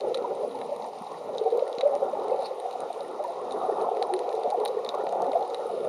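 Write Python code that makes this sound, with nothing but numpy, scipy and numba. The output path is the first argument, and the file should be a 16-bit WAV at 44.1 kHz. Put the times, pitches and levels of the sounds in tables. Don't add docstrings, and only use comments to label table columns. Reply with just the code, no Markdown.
import sys
import numpy as np
from scipy import signal
from scipy.io import wavfile
from scipy.ndimage import uniform_filter1d
from numba import njit

SR = 44100
rng = np.random.default_rng(int(sys.argv[2]) if len(sys.argv) > 2 else 0)


def int16_out(signal):
    q = np.round(np.clip(np.atleast_2d(signal).T, -1, 1) * 32767)
    wavfile.write(sys.argv[1], SR, q.astype(np.int16))


N = 259308
T = np.arange(N) / SR


def undb(db):
    return 10 ** (np.asarray(db) / 20)


def level(x, db):
    return x * undb(db) / np.sqrt(np.mean(x ** 2))


@njit
def svf(x, centre_hz, width_hz):
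    y, band_state, low_state = np.empty(len(x)), 0., 0.
    for i in range(len(x)):
        g = np.tan(np.pi * centre_hz[i] / SR)
        k = width_hz / centre_hz[i]
        v = (band_state + g * (x[i] + 1e-18 - low_state)) / (1 + g * (g + k))
        band_state = 2 * v - band_state
        low_state += 2 * g * v
        y[i] = k * v
    return y


def band(x, hz, width_hz, passes=1):
    b, a = signal.iirpeak(hz, hz / width_hz, SR)
    for _ in range(passes):
        x = signal.lfilter(b, a, x)
    return x


def shape(table, hz):
    table_hz, db = np.transpose(table)
    return np.interp(np.log(hz), np.log(table_hz), db)


def walk(rate_hz):
    hold = int(SR / rate_hz)
    steps = np.repeat(rng.standard_normal(N // hold + 1), hold)
    return 1.3 * uniform_filter1d(uniform_filter1d(steps, hold), hold)[:N]


def add(out, s, x):
    i = int(s * SR)
    out[i:i + len(x)] += x[:N - i]


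# time in seconds, relative level in dB of the flow rumble, of the big bubbles,
# of the middling bubbles.
SURF_LEVELS = [(0.0, -51, -31.5, -36), (0.18, -54.5, -30.5, -42.5), (0.4, -56, -32, -38.5),
               (0.65, -47.5, -38.5, -41), (0.85, -54, -43.5, -42), (1.08, -56.5, -48.5, -42.5),
               (1.28, -50.5, -35.5, -38.5), (1.55, -62, -24, -41), (1.75, -64, -28.5, -40),
               (1.9, -56.5, -29, -35), (2.15, -51.5, -34.5, -36.5), (2.42, -55, -31, -37.5),
               (2.46, -55, -35.5, -39.5), (2.55, -58, -33.5, -37), (2.66, -69, -36.5, -39),
               (2.8, -53.5, -33, -40), (3.0, -58.5, -35, -40.5), (3.33, -58.5, -38, -40.5),
               (3.45, -51.5, -37.5, -35), (3.7, -54.5, -33.5, -31), (4.1, -60.5, -30.5, -37.5),
               (4.45, -62, -31.5, -32.5), (4.75, -57.5, -29, -42), (4.95, -55.5, -36, -37),
               (5.2, -51.5, -29.5, -32.5), (5.55, -59.5, -33, -39.5), (5.88, -49, -30.5, -43)]
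# time in seconds, relative level in dB of the largest, of the small,
# of the smallest.
SIZE_LEVELS = [(0.02, -44.5, -53, -56), (0.25, -42.5, -46, -54), (0.8, -62.5, -47.5, -60),
               (1.12, -57.5, -45.5, -57.5), (1.51, -49.5, -47.5, -54), (1.79, -61, -48.5, -55),
               (2.22, -48, -47, -49), (2.58, -57, -50.5, -54), (3.0, -50, -49.5, -52.5),
               (3.36, -49.5, -48, -53.5), (3.57, -45.5, -44.5, -47.5), (3.75, -47.5, -43.5, -47),
               (4.09, -44.5, -48.5, -50.5), (4.4, -52.5, -43, -52.5), (5.03, -53, -43.5, -50.5),
               (5.22, -49.5, -45, -48), (5.66, -52.5, -51, -51.5), (5.84, -52.5, -51, -52.5)]


def surf(s):
    surf_s, *surf_db = np.transpose(SURF_LEVELS)
    size_s, *size_db = np.transpose(SIZE_LEVELS)
    rumble, big, middling = [np.interp(s, surf_s, db) for db in surf_db]
    largest, small, smallest = [np.interp(s, size_s, db) for db in size_db]
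    return np.array([rumble, largest, big, middling, small, smallest])


# top of the rumble in Hz, then centres in Hz of five bubble sizes, largest first.
SURF_HZ = (260, 340, 480, 760, 960, 1250)
# pitch in Hz, offset in dB.
RIPPLE = [(60, -37), (110, -16.5), (200, -1.5), (270, 3), (320, -3), (390, 5), (450, 1.5), (580, 1.5),
          (640, -4), (780, 6.5), (950, 5), (1100, 5), (1280, 5), (1480, 0.5), (1700, -7.5)]
RUSH_DB = -8


def rush(flicker_db=2.0, swell_db=2.0, shared_db=1.5, drift_db=1.0):
    levels_db = surf(T) + drift_db * np.array([walk(5.11) for _ in SURF_HZ])
    out, throb = 0, walk(30)
    for hz in 60 * 2 ** np.arange(0, 5, 1 / 6):
        weights = [np.interp(np.log(hz), np.log(SURF_HZ), one) for one in np.eye(len(SURF_HZ))]
        db = weights @ levels_db + shape(RIPPLE, hz)
        db = db + flicker_db * walk(24) + swell_db * walk(9) + shared_db * throb
        noise = band(rng.standard_normal(N), hz, hz / 5, passes=3)
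        out = out + undb(db) * level(noise, 0)
    return out * undb(RUSH_DB)


# frequency in Hz, relative density in dB per Hz.
HISS = [(1500, 5.5), (2000, 5.5), (3000, 0), (4500, -1.5), (6400, -7), (8500, -13.5), (10500, -16.5),
        (12500, -15), (14500, -28)]
# centre in Hz, width in Hz, relative level in dB.
CRACKLE_BANDS = [(2200, 1700, -1), (3920, 2400, 4), (6260, 2300, -3.5), (9170, 2200, -2.5),
                 (12200, 3000, -19)]
HISS_DB, CRACKLE_DB = -57.5, -67


def sea(ticks_per_s=220.0, spread_db=5.5, tail_s=0.0026, drift_db=0.26, flicker_db=2.0):
    hiss = 0
    for hz in 1500 * 2 ** np.arange(0, 3.3, 1 / 3):
        db = shape(HISS, hz) + drift_db * walk(5) + flicker_db * walk(30)
        hiss = hiss + undb(db) * band(rng.standard_normal(N), hz, hz / 3, passes=2)
    chance = rng.random((N, 2 + len(CRACKLE_BANDS))).T
    tick_db = -spread_db * np.log(1 - .95 * chance[1])
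    ticks = (chance[0] < ticks_per_s / SR) * undb(tick_db)
    crackle, tail_t = 0, T[:SR // 100]
    for (hz, width_hz, db), share in zip(CRACKLE_BANDS, chance[2:]):
        tail = np.exp(-tail_t / tail_s) * rng.standard_normal(len(tail_t))
        smeared = signal.fftconvolve(ticks * share ** 3, tail)[:N]
        crackle = crackle + level(band(smeared, hz, width_hz, passes=2), db)
    return level(hiss, HISS_DB) + level(crackle, CRACKLE_DB)


# start in seconds, peak in dB on the second ring of the case before its trim,
# dB of the low, third, fourth and top ring against it.
SNAP_ROWS = [(0.0075, -34, -10, -9, -26.0, -38), (0.0425, -69, 8.0, -5, 4.0, 2.0),
             (0.061, -66, 1, -6.0, 5, -14.0), (0.083, -54, -8.0, -14.0, 9, -11.0),
             (0.1447, -23, -16, -26, -14, -29.0), (0.148, -29.5, -11, -8, -11, -24),
             (0.173, -40, -2.5, -7, 2, -16.0), (0.179, -38, -16, -16, -18, -28),
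             (0.3517, -47, -18, -15.0, 6, -17.0), (0.589, -44, -3.0, -12.0, -12.0, -12.0),
             (0.6146, -41, 2, -11.0, -7, -13.0), (0.6164, -50, 9, -17.0, -7.0, -22.0),
             (0.6448, -49, -10.0, -4.0, -10.0, -24.0), (0.6499, -50.0, -6.0, -9.0, -8.0, -11.0),
             (0.763, -44, -19.0, -7.0, 0, -14.0), (0.8003, -60, -3.0, 3.0, 12, -5.0),
             (0.823, -39, -11, -27.0, -13.0, -31.0), (0.8439, -43, -5, -6.0, -15.0, -20.0),
             (1.021, -54, 0, 0.0, 9, -4.0), (1.0696, -44, -16, -16, -18, -28),
             (1.0845, -55, -11.0, -7.0, -4.0, -4.0), (1.1181, -59, -8.0, -1.0, 0, -3.0),
             (1.1396, -63, 9.0, -8.0, 1, -16.0), (1.26, -65, -1.0, 3.0, 1.0, 2.0),
             (1.2645, -63, 0.0, -12.0, 3, -4.0), (1.3494, -42, -12, -15, -14, -28),
             (1.3824, -28, -25.0, -11, -30, -30.0), (1.481, -50, -17.0, -19.0, -12.0, -13.0),
             (1.5038, -40.5, -14.0, -20.0, -12, -35.0), (1.5741, -42.0, -22.0, -5.0, -2.0, -4),
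             (1.5941, -37.5, -3.5, -24.0, -16.0, -23.0), (1.6672, -53, -10, -9.0, -3.0, -6.0),
             (1.6786, -44, -0.5, -9, 2, -18.0), (1.7287, -32.5, -27, -22, -17, -29.0),
             (1.7846, -29, -12, -16, -31, -35.0), (1.8098, -27.5, -5, -9, -31, -38.0),
             (1.8135, -31, -4, -19, -27, -38.0), (1.8752, -60, 14, -7.0, 18.0, -8),
             (1.9524, -39.5, -5, -1, -3, -23.0), (1.9638, -63.0, 0.0, -1.0, 14.0, -9.0),
             (1.9747, -52, -8.0, -12, -2.0, -22.0), (2.0095, -54, -11.0, -9.0, 1.0, -18.0),
             (2.2345, -49, -10.0, -11.0, -7.0, -8.0), (2.283, -45, -13.0, 0, -2, -21.0),
             (2.3093, -42, -14, -17, -14, -28), (2.4121, -47, -14.0, -13.0, -1, -21.0),
             (2.422, -41.5, -5, -7.0, -10.0, -15.0), (2.487, -65, 0.0, -6.0, 9, -3.0),
             (2.6003, -41.5, -11.0, -15.0, 4, -13.0), (2.6647, -53, -1.0, -8.0, 3, -12.0),
             (2.711, -39, -12, -12, -9.0, -13.0), (2.7377, -49.0, -9.0, -6.0, -6.0, -7.0),
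             (2.8046, -43.5, -9.0, 3, 4, -10.0), (2.929, -39.5, -18.0, -8, -1.5, -22.0),
             (3.007, -35.5, -24.0, -21.0, -16, -30.0), (3.032, -56.5, -6.0, -2.0, 10, -8.0),
             (3.0814, -59, -1.0, 6.0, 9.0, 4.0), (3.24, -43, -8, -1.0, -4, -7.0),
             (3.2798, -48, -15.0, -9.0, -5.0, -7.0), (3.4153, -57, 7, 3.0, 9, -18),
             (3.5095, -36, -17, -14.0, -23.0, -43.0), (3.5224, -36, -19, -8, -1.5, -29.0),
             (3.8137, -39, -20.0, -13.0, -13.0, -27.0), (3.8212, -52, -10, -4, 12.5, -19.0),
             (3.8304, -51, -16, -10.0, -4.0, -8.0), (3.9698, -50, 9, 3, -7, -7.0),
             (4.026, -23, -10, -21, -12.5, -42.0), (4.0696, -55, 5.0, -8.0, 9, -7.0),
             (4.138, -28.5, -2.5, -25, 1, -23), (4.1647, -37, -17.0, -20.0, -16.0, -40.0),
             (4.1916, -37, -1.5, -2, -5, -17.0), (4.292, -36.5, -10, -9, -19.0, -34.0),
             (4.3137, -54, -4.0, -1.0, -1.0, -3.0), (4.328, -38, -13, -11.0, -17, -17.0),
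             (4.3331, -50, -7.0, -12.0, -2.0, -3.0), (4.3522, -44, -12.0, -4.0, -4, -12.0),
             (4.435, -35.5, -8, -15.0, -10, -35.0), (4.503, -35.5, -9.0, -5, -2.5, -13),
             (4.51, -37, -11, -9, -19.0, -27.0), (4.6014, -44, -4.0, -7, -1, -7.0),
             (4.6513, -31, -16.0, -15, 1, 1.5), (4.658, -24, -6.5, -20.0, -17, -36.0),
             (4.6774, -33, -19, -15.0, -3, -16.0), (4.683, -34, -22, -12, -11, -26),
             (4.848, -31.5, -14, -12, -14, -20), (4.8635, -36.5, -5, -25.0, -23.0, -31.0),
             (4.8906, -21.5, -22, -14, -33, -23), (4.9424, -49, 2, -3.0, -6, -5.0),
             (4.9486, -41, -11.0, -2, -12, -19.0), (5.0405, -60, -1.0, -6.0, 13, -11.0),
             (5.0684, -37, 0, -19.0, -23.0, -28), (5.0925, -40.5, -16.0, -4, -15.0, -17.0),
             (5.125, -47.5, 2, 5, 6, -6.0), (5.1521, -54.0, -7.0, -5.0, -2.0, -2.0),
             (5.2206, -39, -22.0, 1, -14, -7), (5.2665, -44, -13, -5.0, -8.0, -22.0),
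             (5.3183, -33.5, -21.0, -13.0, -24.0, -31.0), (5.3318, -46, 5, -4.0, -3, -16.0),
             (5.3699, -55.5, -6.0, -13.0, -6.0, -5.0), (5.3813, -62.5, 1.0, -2.0, 7.0, 7.0),
             (5.3922, -51, -6.0, -14.0, -5.0, -5.0), (5.4077, -46, -15.0, -18, -6.0, -8.0),
             (5.4262, -38, -23.0, -19.0, -17.0, -29.0), (5.501, -43, -11, -5, -8, -22),
             (5.5453, -26.5, -9, -21, -14, -30.0), (5.5831, -51.0, -11.0, -6.0, -4.0, -7.0),
             (5.667, -55, -6.0, -11.0, 12, -8.0), (5.7916, -50.5, -14.0, -9.0, -6.0, -8.0),
             (5.8494, -50.5, 6, -2, 7, -17.0)]
# pitch in Hz, width in Hz of each of two passes, trim in dB.
CASE_RINGS = [(1990, 1570, 5), (3940, 1030, -2), (6520, 3000, 0.5), (9340, 1600, -5), (11500, 2500, 0)]
# mean peak in dB on each ring, lowest first, before its trim.
FAINT_DB = (-59, -52.5, -62, -64, -81)
FAINT_COUNT, FAINT_SCATTER_DB = 80, 7.5
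RATTLE_S, RATTLE_LOG_SCATTER = 0.0014, .3
RING_LOG_SCATTER = .035
THUMP_HZ, THUMP_DB = 1140, 2.5


def snaps(rattle=0.079, echo=0.028, echo_s=0.0078):
    out, t = np.zeros(N), T[:SR // 25]
    near = [(s, db + low, db, db + third, db + fourth, db + top)
            for s, db, low, third, fourth, top in SNAP_ROWS]
    chance = rng.random((FAINT_COUNT, 1 + len(CASE_RINGS)))
    faint_db = FAINT_DB + FAINT_SCATTER_DB * (2 * chance[:, 1:] - 1)
    rows = np.vstack([np.c_[chance[:, 0] * N / SR, faint_db], near])
    for (s, *ring_peaks_db), noise in zip(rows, rng.standard_normal((len(rows), len(t)))):
        rattle_s = np.clip(RATTLE_S * np.exp(RATTLE_LOG_SCATTER * noise[0]), .0002, .015)
        blow = noise * (rattle * np.exp(-t / rattle_s) + echo * np.exp(-t / echo_s))
        blow[0] = 1
        for k, ((hz, width_hz, trim_db), db) in enumerate(zip(CASE_RINGS, ring_peaks_db)):
            hz = hz * np.exp(RING_LOG_SCATTER * noise[-1 - k])
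            ring = band(blow, hz, width_hz, passes=2)
            add(out, s, (-1) ** k * undb(db + trim_db) * ring / np.abs(ring).max())
        thump = band(blow, THUMP_HZ, THUMP_HZ, passes=2)
        add(out, s, -undb(ring_peaks_db[0] + THUMP_DB) * thump / np.abs(thump).max())
    return out


SWARM_COUNT, SWARM_LOW_HZ, SWARM_HIGH_HZ = 800, 340, 1400
SWARM_DB, SWARM_SPREAD_DB = 0.2, 2
SWARM_CYCLES, SWARM_LOG_SPREAD = 3.4, 0.47


def swarm():
    when, size = rng.random((SWARM_COUNT, 2)).T
    loud, long = rng.standard_normal((SWARM_COUNT, 2)).T
    s = .03 + when * (N / SR - .03)
    hz = SWARM_LOW_HZ * (SWARM_HIGH_HZ / SWARM_LOW_HZ) ** size
    surf_db = [np.interp(np.log(f), np.log(SURF_HZ), column) for f, column in zip(hz, surf(s).T)]
    db = SWARM_DB + SWARM_SPREAD_DB * loud + shape(RIPPLE, hz) + surf_db
    length_s = SWARM_CYCLES / hz * np.exp(SWARM_LOG_SPREAD * long)
    return list(zip(s, db, hz, length_s))


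FLECK_COUNT, FLECK_LOW_HZ, FLECK_HIGH_HZ = 90, 1700, 2400
FLECK_DB, FLECK_SPREAD_DB, FLECK_S = -56.5, 3, 0.0033


def flecks():
    when, size = rng.random((FLECK_COUNT, 2)).T
    db = FLECK_DB + FLECK_SPREAD_DB * rng.standard_normal(FLECK_COUNT)
    s = .03 + when * (N / SR - .03)
    hz = FLECK_LOW_HZ * (FLECK_HIGH_HZ / FLECK_LOW_HZ) ** (size ** 2)
    return [(*row, FLECK_S) for row in zip(s, db, hz)]


# middle in seconds, peak in dB before twin and wobble, pitch in Hz at the middle,
# length at half height in seconds.
BUBBLES = [(0.048, -27.5, 573, 0.018), (0.116, -24.5, 500, 0.016), (0.157, -22.5, 533, 0.0065),
           (0.448, -21, 530, 0.0061), (0.694, -29, 565, 0.009), (0.146, -34, 1250, 0.003),
           (0.198, -28, 502, 0.017), (0.249, -24.5, 954, 0.0092), (0.437, -22.5, 584, 0.0087),
           (0.411, -28, 520, 0.018), (0.552, -30, 860, 0.011), (0.635, -29.5, 764, 0.009),
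           (0.724, -23.5, 578, 0.019), (1.015, -38, 226, 0.0094), (1.143, -46, 1840, 0.004),
           (1.296, -27.5, 615, 0.01), (1.42, -24.5, 446, 0.02), (1.468, -23, 450, 0.032),
           (1.471, -22, 755, 0.025), (1.532, -21, 463, 0.022), (1.572, -27, 550, 0.011),
           (1.626, -13.5, 523, 0.0057), (1.674, -26, 548, 0.01), (1.836, -18, 552, 0.014),
           (1.863, -15, 581, 0.025), (1.946, -23.5, 565, 0.042), (1.937, -28, 797, 0.02),
           (2.029, -20.5, 548, 0.015), (2.035, -30.5, 775, 0.03), (2.088, -27.5, 773, 0.024),
           (2.137, -23, 572, 0.0077), (2.15, -57, 2040, 0.0089), (2.192, -24.5, 430, 0.01),
           (2.154, -29, 834, 0.008), (2.173, -25, 800, 0.0089), (2.284, -33, 726, 0.01),
           (2.3, -48, 2090, 0.006), (2.332, -49, 2600, 0.004), (2.322, -16, 512, 0.01),
           (2.346, -21.5, 544, 0.0099), (2.345, -26, 810, 0.0077), (2.365, -31, 764, 0.0081),
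           (2.399, -24.5, 544, 0.028), (2.428, -21.5, 740, 0.0033), (2.515, -25, 525, 0.013),
           (2.658, -25, 727, 0.011), (2.756, -22.5, 740, 0.0064), (2.907, -27, 689, 0.01),
           (3.008, -28, 564, 0.018), (3.197, -27.5, 750, 0.01), (3.208, -26, 596, 0.027),
           (3.25, -25, 955, 0.012), (3.252, -47, 1790, 0.009), (3.292, -28.5, 681, 0.022),
           (3.555, -27, 432, 0.021), (3.617, -33, 1104, 0.015), (3.633, -34, 1210, 0.012),
           (3.695, -20, 463, 0.0067), (3.725, -22.5, 398, 0.0087), (3.725, -46, 1810, 0.0088),
           (3.665, -26.5, 794, 0.008), (3.7, -18.5, 710, 0.0042), (3.826, -20.5, 450, 0.019),
           (3.787, -27, 444, 0.013), (3.974, -24, 420, 0.011), (3.848, -33, 1044, 0.014),
           (3.89, -19, 780, 0.0064), (3.916, -27, 452, 0.009), (3.92, -25, 743, 0.006),
           (4.016, -26.5, 495, 0.014), (4.023, -18, 773, 0.0093), (4.104, -23.5, 800, 0.007),
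           (4.139, -30, 1350, 0.0025), (4.142, -24.5, 375.4, 0.04), (4.349, -25, 437, 0.037),
           (4.291, -28, 463, 0.014), (4.323, -46, 1770, 0.006), (4.376, -28, 607, 0.011),
           (4.376, -26.5, 777, 0.015), (4.399, -27, 455, 0.014), (4.445, -25, 736, 0.0074),
           (4.451, -25, 452, 0.019), (4.462, -27, 574, 0.022), (4.476, -27, 723, 0.051),
           (4.477, -37, 252, 0.0077), (4.528, -22, 829, 0.014), (4.55, -22, 725, 0.014),
           (4.586, -22.5, 460, 0.009), (4.613, -26, 423, 0.034), (4.662, -24, 800, 0.0094),
           (4.637, -27, 840, 0.0091), (4.667, -30, 490, 0.01), (4.75, -29, 474, 0.018),
           (4.773, -23.5, 440, 0.0082), (4.784, -48, 1870, 0.006), (4.942, -27, 580, 0.011),
           (4.944, -29, 1090, 0.0062), (4.999, -27, 426, 0.025), (5.007, -46, 1830, 0.006),
           (5.024, -49, 1870, 0.005), (5.039, -24.5, 430, 0.005), (5.131, -25.5, 728, 0.02),
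           (5.161, -25.5, 463, 0.007), (5.075, -27.5, 790, 0.0086), (5.148, -24, 773, 0.0074),
           (5.203, -27, 700, 0.0087), (5.229, -24.5, 710, 0.013), (5.264, -26, 474, 0.0061),
           (5.237, -28, 463, 0.015), (5.244, -46, 1780, 0.005), (5.263, -26.5, 743, 0.013),
           (5.29, -36, 277, 0.016), (5.3, -24.5, 517, 0.01), (5.336, -22, 580, 0.0068),
           (5.359, -17, 678, 0.02), (5.497, -27.5, 506, 0.011), (5.598, -26, 580, 0.01),
           (5.613, -50, 1860, 0.01), (5.659, -27.5, 460, 0.0078), (5.702, -29.5, 710, 0.013),
           (5.766, -32.5, 640, 0.012)]


def gurgles(rise=0.36, fall=0.49, glide_per_s=0.3, twin_db=-10, twin_detune=0.13, rough=0.13):
    out, lead_s = np.zeros(N), .03
    t = T[:SR // 10] - lead_s
    rows = swarm() + flecks() + BUBBLES
    wobble = 1 + rough * walk(220)
    for (s, db, hz, length_s), (turn, twin_turn, off) in zip(rows, rng.random((len(rows), 3))):
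        swell = np.exp(-.5 * (t / (length_s * np.where(t < 0, rise, fall))) ** 2)
        cycles = hz * t * (1 + glide_per_s * t)
        twin_cycles = cycles * (1 + twin_detune * (2 * off - 1)) + turn + .5 * twin_turn - .25
        twin = undb(twin_db) * np.sin(2 * np.pi * twin_cycles)
        add(out, s - lead_s, undb(db) * swell * (np.sin(2 * np.pi * (cycles + turn)) + twin))
    return out * wobble


# start in seconds, end in seconds.
WHINE_BURSTS = [(.395, .67), (2.965, 3.085), (3.49, 3.85), (5.58, 5.9)]
# multiple of the clock, rms level in dB before the microphone.
WHINE_PARTIALS = [(26, -72), (27, -70), (28, -86), (29, -85), (30, -92), (31, -91), (39, -92)]
CLOCK_HZ = 362.8


def whine():
    gate = sum(1. * (T > start) * (T < end) for start, end in WHINE_BURSTS)
    tone = sum(np.sqrt(2) * undb(db) * np.sin(2 * np.pi * k * CLOCK_HZ * T) for k, db in WHINE_PARTIALS)
    return uniform_filter1d(gate, size=200) * tone


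KNOCK_S, KNOCK_HZ, KNOCK_FADE_S = 1.78, 430, .0012
KNOCK_DRIVE_DB = -25


def knock():
    out, t = np.zeros(N), T[:SR // 20]
    bump = np.exp(-t / KNOCK_FADE_S) * np.sin(2 * np.pi * KNOCK_HZ * t)
    add(out, KNOCK_S, 2 * undb(KNOCK_DRIVE_DB) * bump)
    return band(out, KNOCK_HZ, 2 * KNOCK_HZ, passes=2)


SCRAPE_S, SCRAPE_DB, SCRAPE_HZ = 2.459, -42.5, 4410
SCRAPE_RISE_DB_S, SCRAPE_FALL_DB_S = 650, 600
SCRAPE_SAG_HZ_DB = 25
SCRAPE_LEAD_S, SCRAPE_LEAD_DB = 2.415, -15


def scrape(grit_db=-17, body_db=-13, grain_db=0.5):
    slope_db_s = np.where(T < SCRAPE_S, SCRAPE_RISE_DB_S, -SCRAPE_FALL_DB_S)
    under_db = slope_db_s * (SCRAPE_S - T)
    leading = (T > SCRAPE_LEAD_S) & (T < SCRAPE_S)
    under_db = np.where(leading, np.minimum(under_db, -SCRAPE_LEAD_DB), under_db)
    pitch_hz = SCRAPE_HZ - SCRAPE_SAG_HZ_DB * np.clip(under_db, 0, 30)
    squeak = level(svf(svf(rng.standard_normal(N), pitch_hz, 800.), pitch_hz, 800.), 0)
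    body = level(band(band(rng.standard_normal(N), 2400.0, 900.), 2500.0, 900.), body_db)
    grit = level(band(rng.standard_normal(N), 9500.0, 4500., passes=2), grit_db)
    return (squeak + body + grit) * undb(SCRAPE_DB - under_db + grain_db * walk(400))


# centre in Hz, width in Hz, gain in dB.
CASE_COLOUR = [(1590, 400, -37), (3790, 250, 6.5), (7830, 1080, -27), (9390, 790, 9)]
POCKET_DRIFT = .018


def case(x):
    sway = 1 + POCKET_DRIFT * walk(12)
    for hz, width_hz, db in CASE_COLOUR:
        centre_hz = hz * (sway if db > 0 else np.ones(N))
        x = x + (undb(db) - 1) * svf(x, centre_hz, 1. * width_hz)
    return x


def scene():
    water = rush() + sea() + snaps() + gurgles() + knock() + scrape()
    return (case(water) + whine())[None]


BASS_HZ, TREBLE_HZ, TOP_HZ = 82, 13200, 14300


def record(dry):
    bass_loss = signal.butter(3, BASS_HZ, "high", fs=SR, output="sos")
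    treble_loss = signal.butter(3, TREBLE_HZ, fs=SR, output="sos")
    top_cut = signal.ellip(8, .2, 70, TOP_HZ, fs=SR, output="sos")
    return signal.sosfilt(np.vstack([bass_loss, treble_loss, top_cut]), dry)


dry = scene()
out = record(dry)
int16_out(out)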